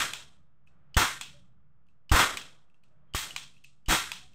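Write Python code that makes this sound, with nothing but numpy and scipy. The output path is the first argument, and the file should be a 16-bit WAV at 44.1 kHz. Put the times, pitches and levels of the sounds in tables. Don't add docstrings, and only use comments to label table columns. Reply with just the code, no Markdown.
import sys
import numpy as np
from scipy import signal
from scipy.fft import rfft, irfft
from scipy.io import wavfile
from scipy.ndimage import uniform_filter1d

SR = 44100
rng = np.random.default_rng(int(sys.argv[2]) if len(sys.argv) > 2 else 0)


def to_linear_factor(level_db):
    exponent = np.asarray(level_db, float) / 20
    return 10 ** exponent


def master(y):
    cut = np.clip(np.atleast_2d(y).T, -1, 1)
    pcm = np.round(cut * 32767)
    wavfile.write(sys.argv[1], SR, pcm.astype(np.int16))


N = 191526

SHOTS = [
    -.11,
    .9679,
    2.1163,
    3.1477,
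    3.8848,
]
# echo_db, ducking_db, recovery_s, body_below_2khz_db, rumble_below_400hz_db
CAPS = [
    (-10, -6, 0.045, -5.5, 0.5),
    (-16, 7, 0.054, -4.5, 1),
    (-8.5, 20, 0.087, -1.5, 3.5),
    (-23, 7, 0.052, -16, -12),
    (-14.5, 16.5, 0.04, -8, 6.5),
]
# pitch_hz, level_db (per Hz)
BANG_SPECTRUM = [(40, -10), (70, -2.5), (150, -5.5), (300, -2), (700, 0), (1300, 3.5), (1900, -3.5),
                 (2700, -6), (3300, -8.5), (4300, -14), (8500, -14.5), (9900, -27), (16000, -19)]
# pitch_hz, t60_s
ROOM_T60 = [(60, 0.81), (300, 0.37), (700, 0.34), (1400, 0.53), (2600, 0.51), (4200, 0.55), (8000, 0.54),
            (10000, 0.59), (16000, 0.26)]
# from_hz, to_hz, level_db, t60_s
HOLLOW_BODY = (3050, 3600, -1, 0.6)
# pitch_hz, level_db (per Hz)
SNAP_ECHO = [(300, -46), (900, -9.5), (2000, -13), (2600, -3.5), (3300, -4.5), (4200, -10.5), (8500, -14),
             (10000, -36.5), (16000, -23)]
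# pitch_hz, level_db (per Hz)
PAWL_ECHO = [(300, -45), (1200, -47), (2100, -20), (2650, -2), (3100, -10.5), (4200, -12), (8500, -15),
             (10000, -52), (16000, -42)]
# start_s, push_db, fall_s, suction_db (after the push), suction_s
PUFFS = [
    (.9685, -14.5, .002, .5, .0095),
    (2.118, -9.5, .0042, -8, .007),
    (2.138, -21, .003, 6, .011),
    (3.148, -32, .002, 5, .009),
    (3.886, -21, .008, -2, .015),
]
# start_s, peak_db
SEAR = [
    (0.9443, -29.5),
    (0.9653, -35),
    (2.0951, -31),
    (2.1118, -42.5),
    (3.1376, -30),
    (3.144, -38.5),
    (3.8607, -39.5),
    (3.8819, -33),
]
# start_s, peak_db
TRIGGER_RETURN = [(0.1351, -15), (1.2119, -17), (2.3719, -15), (3.363, -14.5), (4.1177, -15.5)]
# start_s, peak_db, main_ring_hz
TICKS = [(0.667, -66, 2820), (0.6732, -53, 2570), (1.868, -67, 2900), (1.8866, -60.5, 2650),
         (2.699, -62.5, 2660), (2.7437, -60.5, 2760), (2.835, -60, 2630), (2.8378, -50.5, 2590),
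         (3.3075, -28, 2940), (3.539, -52, 2690), (3.567, -53, 2610), (3.5803, -56, 2800),
         (3.6403, -41.5, 2695), (3.645, -35.5, 2610), (4.3344, -51, 2650)]
HAMMER_DB = [-18, -22, -17, -29]
# pitch_hz, level_db, t60_s
SEAR_MODES = [(2980, 0, .04), (3170, -12, .09), (4484, -11, .016), (4850, -14, .014), (6340, -19, .02),
              (8000, -21, .02)]
# pitch_hz, level_db, t60_s
TRIGGER_MODES = [(1200, -13, .025), (2550, -2, .013), (2950, -3, .012), (3424, -5, .018), (4000, -6, .008),
                 (4800, -7, .008), (7000, -6, .008), (8000, -7, .008)]
# multiple_of_main_ring, level_db, t60_s
TICK_MODES = [(1, 0, .028), (1.012, -16, .18), (.985, -19, .16), (1.14, -8, .025), (1.63, -14, .01),
              (1.85, -16, .01), (2.3, -17, .01), (3.1, -19, .008)]
# pitch_hz, level_db, t60_s
FRAME_MODES = [(390, -5, .03), (600, -9, .02), (850, -6, .016), (1160, 3, .035), (1350, -1, .018),
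               (1750, -4, .012)]
# start_s, opening_db, closing_db_per_s, late_room_murmur_db
OPENERS = [
    (-.11, -1, 17, -28),
    (.668, -10, 1.5, -99),
    (.968, -0.5, 13.5, -40),
    (2.115, 3, 34, -22.5),
    (2.83, -13.5, -8, -99),
    (3.147, -1, 22, -41.5),
    (3.886, -3.5, 9.5, -37.5),
]
# pitch_hz, level_db (per Hz)
HUM = [(20, -6.5), (32, -19), (48, -14), (64, -3), (78, -7), (95, -13), (114, -10), (138, 1), (160, -10.5),
       (185, -5.5), (215, -28.5), (460, -120)]
# pitch_hz, level_db (per Hz)
DRONE = [(60, -110), (170, -26), (210, 0.5), (240, -4), (300, -4.5), (380, -27.5), (900, -110)]
# pitch_hz, level_db (per Hz)
AIR = [(250, -14.5), (340, -11.5), (500, -11.5), (620, -11.5), (1000, -15), (1250, -10), (1700, -19),
       (2200, -23), (3400, -29.5), (4200, -39), (9000, -51), (16000, -63.5)]
# start_s, end_s, pitch_hz, level_db
FAINT_CREAKS = [
    (1.33, 1.43, 575, -70),
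    (2.88, 3.05, 620, -79),
    (3.08, 3.15, 3200, -80),
    (4.2, 4.3, 740, -72),
]

RUMBLE_S, RUMBLE_PER_RECOVERY = 0.053, 0.12
ROOM_RIPPLE_DB, RIPPLE_BINS = 2, 160
ECHO_STEP = 16
GATE_LAG_S, GATE_SHUT_DB = .03, -19.5
HUM_DB, AIR_DB, DRONE_DB = -56, -72, -67.5
DRONE_FOLLOWS, AIR_FOLLOWS = 0.97, 0.89
AIR_SHUT_DB, DRONE_SHUT_DB = -81, -86
TICK_AIR_DB, TICK_DRONE_DB = 6.5, 2
DRONE_HOLD_S, DRONE_FALL_DB_PER_S = 0.46, 56
MURMUR_DELAY_S, MURMUR_RISE_DB_PER_S, MURMUR_FALL_DB_PER_S = 0.11, 398, 114.5


def at_hz(points, hz):
    table = np.array(points)
    return np.interp(np.log(hz), np.log(table[:, 0]), table[:, 1])


def rms_one(x):
    return x / np.sqrt(np.mean(x ** 2) + 1e-20)


def coloured(spectrum):
    hz = np.maximum(np.arange(N // 2 + 1) * SR / N, 1)
    return rms_one(irfft(rfft(rng.standard_normal(N)) * to_linear_factor(at_hz(spectrum, hz)), N))


def bang_power(t, hz, fall):
    power = np.zeros(len(t))
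    for s, (echo_db, duck_db, recovery, body_db, rumble_db) in zip(SHOTS, CAPS):
        age = np.maximum(t - s, 0)
        rumble_s = RUMBLE_S + RUMBLE_PER_RECOVERY * recovery
        rumble = rumble_db - 250 * np.maximum(age - rumble_s, 0)
        colour = at_hz(BANG_SPECTRUM, hz) + body_db / (1 + (hz / 2000) ** 4) + rumble / (1 + (hz / 400) ** 4)
        held = duck_db * (1 - 0.16 / (1 + (3500 / hz) ** 4))
        ducked = held * np.clip(1 - age / recovery, 0, 1)
        decay = fall * age * (1.2426 + 0.35 * age)
        power += (t >= s) * to_linear_factor(2 * (echo_db + 13.5 + colour - ducked - decay))
    return power


def click_power(t, hz, fall, clicks):
    power = np.zeros(len(t))
    for s, echo_db, colour in clicks:
        age = np.maximum(t - s, 0)
        build = np.minimum(age / 0.0015, 1)
        power += build * to_linear_factor(2 * (echo_db + 8.5 + at_hz(colour, hz) - 1.438 * fall * age))
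    return power


def echoes():
    out, t = np.zeros(N), np.arange(0, N + ECHO_STEP, ECHO_STEP) / SR
    edges = 40 * 2 ** np.arange(0, 8.9, 1 / 5)
    ripple_db = ROOM_RIPPLE_DB * rms_one(uniform_filter1d(rng.standard_normal(N // 2 + 1), size=RIPPLE_BINS))
    white = rms_one(irfft(rfft(rng.standard_normal((2, N))) * to_linear_factor(ripple_db), N))
    clicks = [(s, db - 20, SNAP_ECHO) for s, db in TRIGGER_RETURN]
    clicks += [(s, db - 19, SNAP_ECHO) for s, db in SEAR]
    clicks += [(s, db - 18.5, PAWL_ECHO) for s, db, hz in TICKS]
    uneven = to_linear_factor(1.2 * rms_one(uniform_filter1d(rng.standard_normal(len(t)), size=24)))
    bands = [(low, high, 0, at_hz(ROOM_T60, low)) for low, high in zip(edges, edges[1:])]
    for k, (low, high, extra_db, t60) in enumerate(bands + [HOLLOW_BODY]):
        hz, fall = np.sqrt(low * high), 60 / t60
        power = bang_power(t, hz, fall) + click_power(t, hz, fall, clicks)
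        band_filter = signal.butter(2, [low, high], "band", fs=SR, output="sos")
        band = signal.sosfilt(band_filter, white[k % 2])
        envelope = np.repeat(uneven * np.sqrt(power), ECHO_STEP)[:N]
        out += to_linear_factor(extra_db) * envelope * band
    return out


def puffs():
    out, t = np.zeros(N), np.arange(N) / SR
    for s, push_db, fall, suction_db, lasts in PUFFS:
        rise = np.exp(-(np.minimum(t - s, 0) / .0019) ** 2)
        push = rise * np.cos(np.pi / 2 * np.clip((t - s) / fall, 0, 1))
        suction = to_linear_factor(suction_db) * np.sin(np.pi * np.clip((t - s - fall) / lasts, 0, 1) ** .8)
        out += to_linear_factor(push_db) * (push - suction)
    return out


def strikes(events, modes, crack_db, spread_db, contact):
    out, age = np.zeros(N), np.arange(SR // 8) / SR
    burst_len = SR // 100
    chance = rng.standard_normal((len(events), 2, len(modes)))
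    chatter = rng.standard_normal((len(events), burst_len)) * np.exp(-age[:burst_len] / contact)
    chatter[:, 0] = np.sqrt(contact * SR)
    thin = signal.butter(1, [2100, 8000], "band", fs=SR, output="sos")
    crack = to_linear_factor(crack_db) * signal.sosfilt(thin, np.arange(burst_len) == 0)
    for (s, peak_db, *ring_hz), (loud, tune), burst in zip(events, chance, chatter):
        rings = np.zeros(len(age))
        for (hz, db, t60), k, d in zip(modes, loud, tune):
            mode_hz = hz * np.prod(ring_hz) * (1 + .012 * d)
            rings += to_linear_factor(db + spread_db * k - 60 * age / t60) * np.sin(2 * np.pi * mode_hz * age)
        rings[:burst_len] += crack
        hit = signal.fftconvolve(rings, burst)[:len(age)]
        i = round(s * SR)
        out[i:i + len(age)] += (to_linear_factor(peak_db) * hit / np.abs(hit).max())[:N - i]
    return out


def mechanism():
    sear = strikes(SEAR, SEAR_MODES, crack_db=-6, spread_db=1.2, contact=.0005)
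    trigger = strikes(TRIGGER_RETURN, TRIGGER_MODES, crack_db=13, spread_db=1.5, contact=.0016)
    pawl = strikes(TICKS, TICK_MODES, crack_db=12, spread_db=2, contact=.0007)
    knocks = list(zip(SHOTS[1:], HAMMER_DB))
    hammer = strikes(knocks, FRAME_MODES, crack_db=-2, spread_db=1, contact=.00015)
    small = signal.sosfilt(signal.butter(4, 2350, "high", fs=SR, output="sos"), sear + pawl)
    trigger = signal.sosfilt(signal.butter(4, 850, "high", fs=SR, output="sos"), trigger)
    return small + trigger + hammer


def gate(t):
    columns = np.transpose(OPENERS)
    latest = np.searchsorted(columns[0], t) - 1
    s, open_db, closing, murmur_db = columns[:, latest]
    age = t - s
    opening = np.maximum(open_db - closing * age, GATE_SHUT_DB)
    opening = uniform_filter1d(opening, size=max(int(GATE_LAG_S * SR), 1))
    not_yet = MURMUR_RISE_DB_PER_S * np.maximum(MURMUR_DELAY_S - age, 0)
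    murmur = murmur_db - MURMUR_FALL_DB_PER_S * age - not_yet
    ticked = murmur_db < -90
    return age, opening, murmur, ticked


def creaks(t):
    out = np.zeros(N)
    for start, end, hz, creak_db in FAINT_CREAKS:
        swell = np.sin(np.pi * np.clip((t - start) / (end - start), 0, 1)) ** .5
        peak = [(hz / 2, -110), (hz - 50, -30), (hz, 0), (hz + 50, -30), (hz * 2, -110)]
        out += to_linear_factor(creak_db) * swell * coloured(peak)
    return out


def background():
    t = np.arange(N) / SR
    age, opening, murmur, ticked = gate(t)
    air_db = AIR_DB + AIR_FOLLOWS * opening + TICK_AIR_DB * ticked
    air = to_linear_factor(np.maximum(air_db, AIR_SHUT_DB)) + to_linear_factor(murmur)
    held = DRONE_DB + DRONE_FOLLOWS * opening - DRONE_FALL_DB_PER_S * np.maximum(age - DRONE_HOLD_S, 0)
    drone = to_linear_factor(np.where(ticked, DRONE_SHUT_DB + TICK_DRONE_DB, np.maximum(held, DRONE_SHUT_DB)))
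    steady = to_linear_factor(HUM_DB + opening) * coloured(HUM) + drone * coloured(DRONE) + air * coloured(AIR)
    return steady + creaks(t)


def scene():
    return np.tile(echoes() + puffs() + mechanism() + background(), (2, 1))


def top_cut(x):
    return signal.sosfilt(signal.butter(12, 16480, fs=SR, output="sos"), x)


def record(dry):
    rounded = 0.63 * np.tanh(dry / 0.6)
    low_pass = signal.cheby2(16, 70, 16300, fs=SR, output="sos")
    mix = signal.sosfilt(low_pass, rounded) + .0026
    return top_cut(mix)


dry = scene()
out = record(dry)
master(out)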